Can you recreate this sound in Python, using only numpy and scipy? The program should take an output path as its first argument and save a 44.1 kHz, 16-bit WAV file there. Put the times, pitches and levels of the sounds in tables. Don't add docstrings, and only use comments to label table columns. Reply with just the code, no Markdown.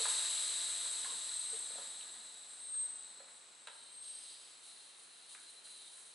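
import sys
import numpy as np
from scipy import signal
from scipy.fft import rfft, irfft
from scipy.io import wavfile

SR = 44100
rng = np.random.default_rng(int(sys.argv[2]) if len(sys.argv) > 2 else 0)


def bounce(signal):
    frames = np.transpose(np.atleast_2d(signal))
    limited = np.clip(frames, -1, 1)
    pcm = np.round(limited * 32767).astype(np.int16)
    wavfile.write(sys.argv[1], SR, pcm)


N = 270774
TIME, FREQS = np.arange(N) / SR, np.fft.rfftfreq(N, 1 / SR)
COVERED_S = 3.69

# f/Hz, level/dB
ROOM_SPECTRUM = [(20, -44), (35, -30), (55, -23), (120, -13), (230, -5), (450, -0.5), (750, 1), (1400, 1.5),
                 (2300, 0), (4000, -1), (5600, -5.5), (8000, -4), (11000, -12.5)]
# f/Hz, coherence
ROOM_COHERENCE = [(30, .95), (80, 1), (200, 0.37), (1500, 0.12), (3000, 0.5), (11000, 0.69)]
# f/Hz, T60/s
REVERB_TIME = [(200, 0.45), (1000, 0.79), (4000, 0.26), (11000, 0.27)]
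# delay/s, relative gain
REFLECTIONS = [(.0041, 0.36), (.0095, 0.43), (0.0243, 0.16), (.034, 0.19)]
# f/Hz, level/dB
CLOTH_SPECTRUM = [(20, -47), (70, -14.5), (140, -11), (240, -2.5), (500, -0.5), (1000, 2), (1800, 1.5),
                  (3000, -17)]
# t/s, duration/s, level/dB
CLOTH_STROKES = [(-.08, 0.3, -65.5), (0.498, 0.33, -65), (0.952, 0.24, -66.5), (1.45, 0.14, -65.5),
                 (1.722, 0.061, -63.5), (2.0, 0.13, -67), (2.545, 0.66, -72.5)]
# f/Hz, width/Hz, level/dB
WHEEL_MODES = [(200, 110, -3.5), (458, 43, 7), (557, 74, 4.5), (686, 50, -1), (940, 290, -2.5),
               (1060, 86, -4), (1316, 144, 0.5), (1630, 230, 0), (1870, 190, -11), (2770, 730, -2.5),
               (3980, 300, 8), (4830, 500, -7), (9500, 1900, 6)]
# t/s, level/dB, centre f/Hz, spread/octaves
IMPACTS = [(.001, -49.5, 510, 0.57), (.054, -38, 1160, .77), (.062, -44, 875, 0.12),
           (.857, -53, 1260, 0.65), (1.046, -47.5, 1360, 0.65), (1.054, -48.5, 1070, .1),
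           (1.12, -57, 1120, 1.1), (1.522, -54.5, 472, 0.16), (1.705, -55.5, 920, 0.77),
           (1.751, -54.5, 604, 0.23), (1.782, -52, 810, 0.85), (2.009, -49, 2930, 0.33),
           (2.741, -62, 1220, 0.68), (3.201, -56.5, 650, .36), (3.205, -60.5, 1610, .53),
           (3.284, -62, 1310, 1), (3.6722, -44, 1770, 1.3), (3.683, -50.5, 1450, 1.14),
           (5.3492, -52.5, 1790, 0.69), (5.3772, -62, 1400, 0.27), (5.671, -61, 1610, .75),
           (5.98, -65, 1480, .6)]
# f/Hz, level/dB
FIZZ_SPECTRUM = [(3000, -36), (5500, -19), (6350, -15.5), (6580, -12.5), (6850, -14), (7500, -10.5),
                 (8300, -2), (8550, -7), (8950, -3), (9300, -4.5), (9700, -1.5), (10400, -7.5),
                 (11000, -12)]
# f/Hz, width/Hz, level/dB
COVERED_MODES = [(2780, 97, -10.5), (3160, 250, -9), (3670, 95, -4), (3840, 110, -2.5), (4050, 260, -0.5),
                 (4320, 170, -4.5), (4795, 64, -7), (4040, 1600, -15)]
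# f/Hz, width/Hz, level/dB
WIDE_GAP_MODES = [(3400, 650, -3), (4670, 120, 6), (5140, 230, 0), (5350, 80, -0.5), (6000, 100, 0.5),
                  (6500, 100, -2)]
# t/s, duration/s, fizz level/dB, stem level/dB, wide-gap level/dB
LEAK_SPURTS = [(3.684, 0.21, -88, -65, -88), (4.01, 0.21, -59.5, -60.5, -65), (4.21, 0.15, -61, -60, -64),
               (4.374, 0.14, -65, -66, -67), (4.616, 0.094, -58.5, -62, -79),
               (4.745, 0.14, -65.5, -65, -75), (4.95, .08, -63.5, -76, -90), (5.09, 0.24, -69, -67, -90),
               (5.273, 0.072, -57.5, -61, -78), (5.378, 0.059, -61.5, -63, -90),
               (5.463, 0.038, -59.5, -64, -90), (5.625, 0.087, -58, -61.5, -83),
               (5.73, 0.14, -60.5, -62, -85), (5.894, 0.12, -59, -72, -92), (6.038, .04, -61.5, -69, -90)]
# start t/s, lock t/s, end t/s, f/Hz at lock, slide/(Hz/s),
# bend/(Hz/s^2), level/dB, lock width/s, noise share at lock
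EDGE_TONES = [(1.2, 1.39, 1.5, 8320, -400, 1, -44.5, 0.064, 0.54),
              (1.25, 1.38, 2.3, 4080, -61, 1, -55, 0.072, 0.2),
              (1.42, 1.55, 2.1, 8270, -200, -5, -44, 0.098, 0.4),
              (2.475, 2.805, 3.25, 8335, -960, 500, -36.5, .057, .004),
              (3.0, 3.2, 3.3, 4200, -60, 0, -66.5, 0.2, 0.87),
              (3.2, 3.36, 3.4, 9160, -1200, -1, -67, .09, .55),
              (3.57, 4.1, 4.64, 8310, -950, -430, -50, .125, .05),
              (3.78, 3.86, 4.1, 4100, -100, 3, -69.5, .09, 0.3),
              (5.4, 5.495, 5.53, 4078, -300, 0, -60.5, .03, .05),
              (5.55, 5.58, 5.59, 4062, -150, 0, -59, .03, .05),
              (5.63, 5.73, 5.88, 4048, -170, 0, -60, .11, .04),
              (5.91, 5.95, 6.06, 3990, -170, -2, -65.5, 0.055, .12),
              (5.7, 5.87, 5.9, 3715, -60, 0.5, -64, 0.057, .15)]
# f/Hz, level/dB
JET_SPECTRUM = [(20, -60), (60, -48), (250, -37), (500, -23.5), (1000, -20), (1900, -16.5), (2400, -18),
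                (3400, -12), (4600, -11), (5300, -18.5), (6500, -13.5), (9350, -17.5), (10300, -6.5),
                (11000, -13.5)]
# f/Hz, width/Hz, level/dB
STEM_MODES = [(2800, 52, -24), (3410, 95, -12.5), (3827, 170, -0.5), (4085, 57, 1.5), (4200, 260, -6.5),
              (5010, 73, -14.5), (7660, 380, -2.5), (7970, 270, 1), (8260, 254, 1.5), (9050, 150, -8.5),
              (9640, 160, -10.5)]
# t/s, level/dB
VALVE_FLOW = [(0, -41), (.85, -46.5), (1.1, -47.5), (1.85, -53), (2.35, -59), (2.9, -61), (3.65, -67.5)]


def amp(db):
    return 10 ** (np.asarray(db) / 20)


def unit(x):
    return x / np.sqrt(np.mean(abs(x) ** 2) + 1e-20)


def over_hz(points, hz=FREQS):
    f, value = np.transpose(points)
    return np.interp(np.log(hz + 1), np.log(f + 1), value)


def fade_in(start_s, length_s):
    return np.clip((TIME - start_s) / length_s, 0, 1)


def swells(starts, lengths, levels_db, attack_s, release_s):
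    power = 0
    for start, length, db in zip(starts, lengths, levels_db):
        release = np.exp(-np.maximum(TIME - start - length, 0) / release_s)
        power += (amp(db) * fade_in(start, attack_s) * release) ** 2
    return np.sqrt(power)


def resonances(modes):
    powers = (amp(db) ** 2 / (1 + 2 * ((FREQS - hz) / width) ** 2) ** 2 for hz, width, db in modes)
    return np.sqrt(sum(powers))


def noise(gain):
    return irfft(rfft(rng.standard_normal(N)) * gain, N)


def wander(hz, size=16384):
    f = np.fft.rfftfreq(size, N / SR / size)
    slow = irfft(rfft(rng.standard_normal(size)) / (1 + (f / hz) ** 4))
    return np.interp(TIME, np.linspace(0, N / SR, size), unit(slow))


def pan(db):
    return amp([[db / 2], [-db / 2]])


def garage(x, wet_db, near_db, coherence, build_s=0.0035):
    hz, t, spectra = signal.stft(rng.standard_normal((2, SR)), SR, nperseg=256)
    decay = amp(-60 * t / over_hz(REVERB_TIME, hz)[:, None])
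    tails = signal.istft(spectra * decay * np.minimum(t / build_s, 1), SR, nperseg=256)[1]
    mid, side = tails / np.linalg.norm(tails, axis=1, keepdims=True)
    response = amp(wet_db) * (np.sqrt(coherence) * mid + np.sqrt(1 - coherence) * np.array([side, -side]))
    for delay, gain in REFLECTIONS:
        response[:, round(delay * SR)] += amp(near_db) * gain
    response[:, 0] += 1
    return signal.fftconvolve(x[None], response, axes=1)[:, :N] / np.linalg.norm(response[0])


def room_noise(level_db=-63):
    colour, coherence = amp(over_hz(ROOM_SPECTRUM)), over_hz(ROOM_COHERENCE)
    mid = noise(colour * np.sqrt(1 + coherence))
    side = noise(colour * np.sqrt(1 - coherence))
    return amp(level_db) * unit(np.array([mid + side, mid - side]))


def cloth_rubbing(grain_db=1.5):
    envelope = swells(*np.transpose(CLOTH_STROKES), attack_s=0.043, release_s=0.28)
    friction = unit(noise(amp(over_hz(CLOTH_SPECTRUM))))
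    return friction * envelope * amp(grain_db * wander(9.6))


def wheel_knocks(gain_db=2.5, thud_db=-14, thud_hz=150, settle_db=-14, settle_s=0.021, size=8192):
    t, hz = np.arange(size) / SR, np.fft.rfftfreq(size, 1 / SR)
    thud = amp(thud_db) * hz ** 2 / (hz ** 2 + thud_hz ** 2)
    wheel = np.interp(hz, FREQS, resonances(WHEEL_MODES)) + thud
    out = np.zeros(N + size)
    for start_s, db, centre_hz, spread in IMPACTS:
        contact_s = 0.005 * (1090 / centre_hz) ** 0.39
        settling = amp(settle_db) * np.exp(-t / settle_s)
        force = rng.standard_normal(size) * np.hypot(np.exp(-t / contact_s), settling)
        gain = wheel / (1 + (np.log2((hz + 1) / centre_hz) / spread) ** 4 / 2)
        log_gain = np.log(np.maximum(gain, 1e-4))
        log_response = np.conj(signal.hilbert(np.r_[log_gain, log_gain[-2:0:-1]]))
        blow = irfft(rfft(force) * np.exp(log_response[:len(hz)]))
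        blow /= np.sqrt(np.sum(blow ** 2) / (contact_s * SR))
        start = round(start_s * SR)
        out[start:start + size] += amp(db + gain_db) * blow
    return out[:N]


def finger_leak(fizz_gain_db=4.0, stem_gain_db=0.5, flutter_db=0.48, attack_s=0.028, release_s=0.067):
    starts, lengths, *levels = np.transpose(LEAK_SPURTS)
    fizz_spurts, stem_spurts, gap_spurts = (
        swells(starts, lengths, db, attack_s, release_s) for db in levels)
    seep = fade_in(COVERED_S, attack_s)
    fizz = unit(noise(amp(over_hz(FIZZ_SPECTRUM)))) * np.hypot(fizz_spurts, seep * amp(-65.5))
    stem = unit(noise(resonances(COVERED_MODES))) * np.hypot(stem_spurts, seep * amp(-66))
    wide_gap = unit(noise(resonances(WIDE_GAP_MODES))) * gap_spurts
    hiss = amp(fizz_gain_db) * fizz + amp(stem_gain_db) * stem + wide_gap
    return hiss * amp(flutter_db * wander(36))


def edge_tone(row, narrow_hz=55, wide_hz=150, waver_hz=7, pure_before_s=0.34, pure_after_s=0.17):
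    start_s, lock_s, end_s, lock_hz, slide, bend, peak_db, lock_width_s, noise_at_lock = row
    t = np.clip(TIME, start_s, end_s) - lock_s
    hz = lock_hz + slide * t + bend * t ** 2
    envelope = amp(peak_db) / (1 + (t / lock_width_s) ** 2) ** 0.71
    hold = np.exp(-(t / np.where(t < 0, pure_before_s, pure_after_s)) ** 2)
    breathy = 1 - (1 - noise_at_lock) * hold
    carrier = np.exp(2j * np.pi * np.cumsum(hz + waver_hz * wander(44)) / SR)
    narrow, wide = (unit(wander(width) + 1j * wander(width)) for width in (narrow_hz, wide_hz))
    modulation = np.sqrt(1 - breathy) * (1 + np.sqrt(breathy) * narrow) + breathy * wide
    gate = fade_in(start_s, 0.028) * (1 - fade_in(end_s, 0.029))
    return np.sqrt(2) * (carrier * modulation).real * envelope * gate


def valve_jet(gain_db=5.5, rush_exponent=1.177, flutter_db=0.37, choke_db_per_s=22):
    choke_db = choke_db_per_s * np.maximum(TIME - COVERED_S, 0)
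    flow_db = np.interp(TIME, *np.transpose(VALVE_FLOW)) - choke_db
    ring = noise(resonances(STEM_MODES))
    rush = noise(amp(over_hz(JET_SPECTRUM))) * amp((rush_exponent - 1) * (flow_db - flow_db.max()))
    return (ring + rush) / ring.std() * amp(gain_db + flow_db + flutter_db * wander(30))


def scene():
    jet = garage(valve_jet(), wet_db=-9, near_db=-25, coherence=0.56) * pan(1.2)
    leak = garage(finger_leak(), wet_db=-4.5, near_db=-4.5, coherence=0.7) * pan(0.36)
    tones = sum(edge_tone(row) for row in EDGE_TONES)
    tones = garage(tones, wet_db=-18.5, near_db=-24, coherence=0.33) * pan(1.8)
    handling = wheel_knocks() + cloth_rubbing()
    handling = garage(handling, wet_db=-4.5, near_db=-4, coherence=0.66) * pan(-0.5)
    return room_noise() + handling + leak + tones + jet


def record(dry, cutoff_hz=11080):
    lowpass = signal.firwin(801, cutoff_hz, window=("kaiser", 8), fs=SR)
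    return signal.oaconvolve(dry, lowpass[None], "same")


dry = scene()
out = record(dry)
bounce(out)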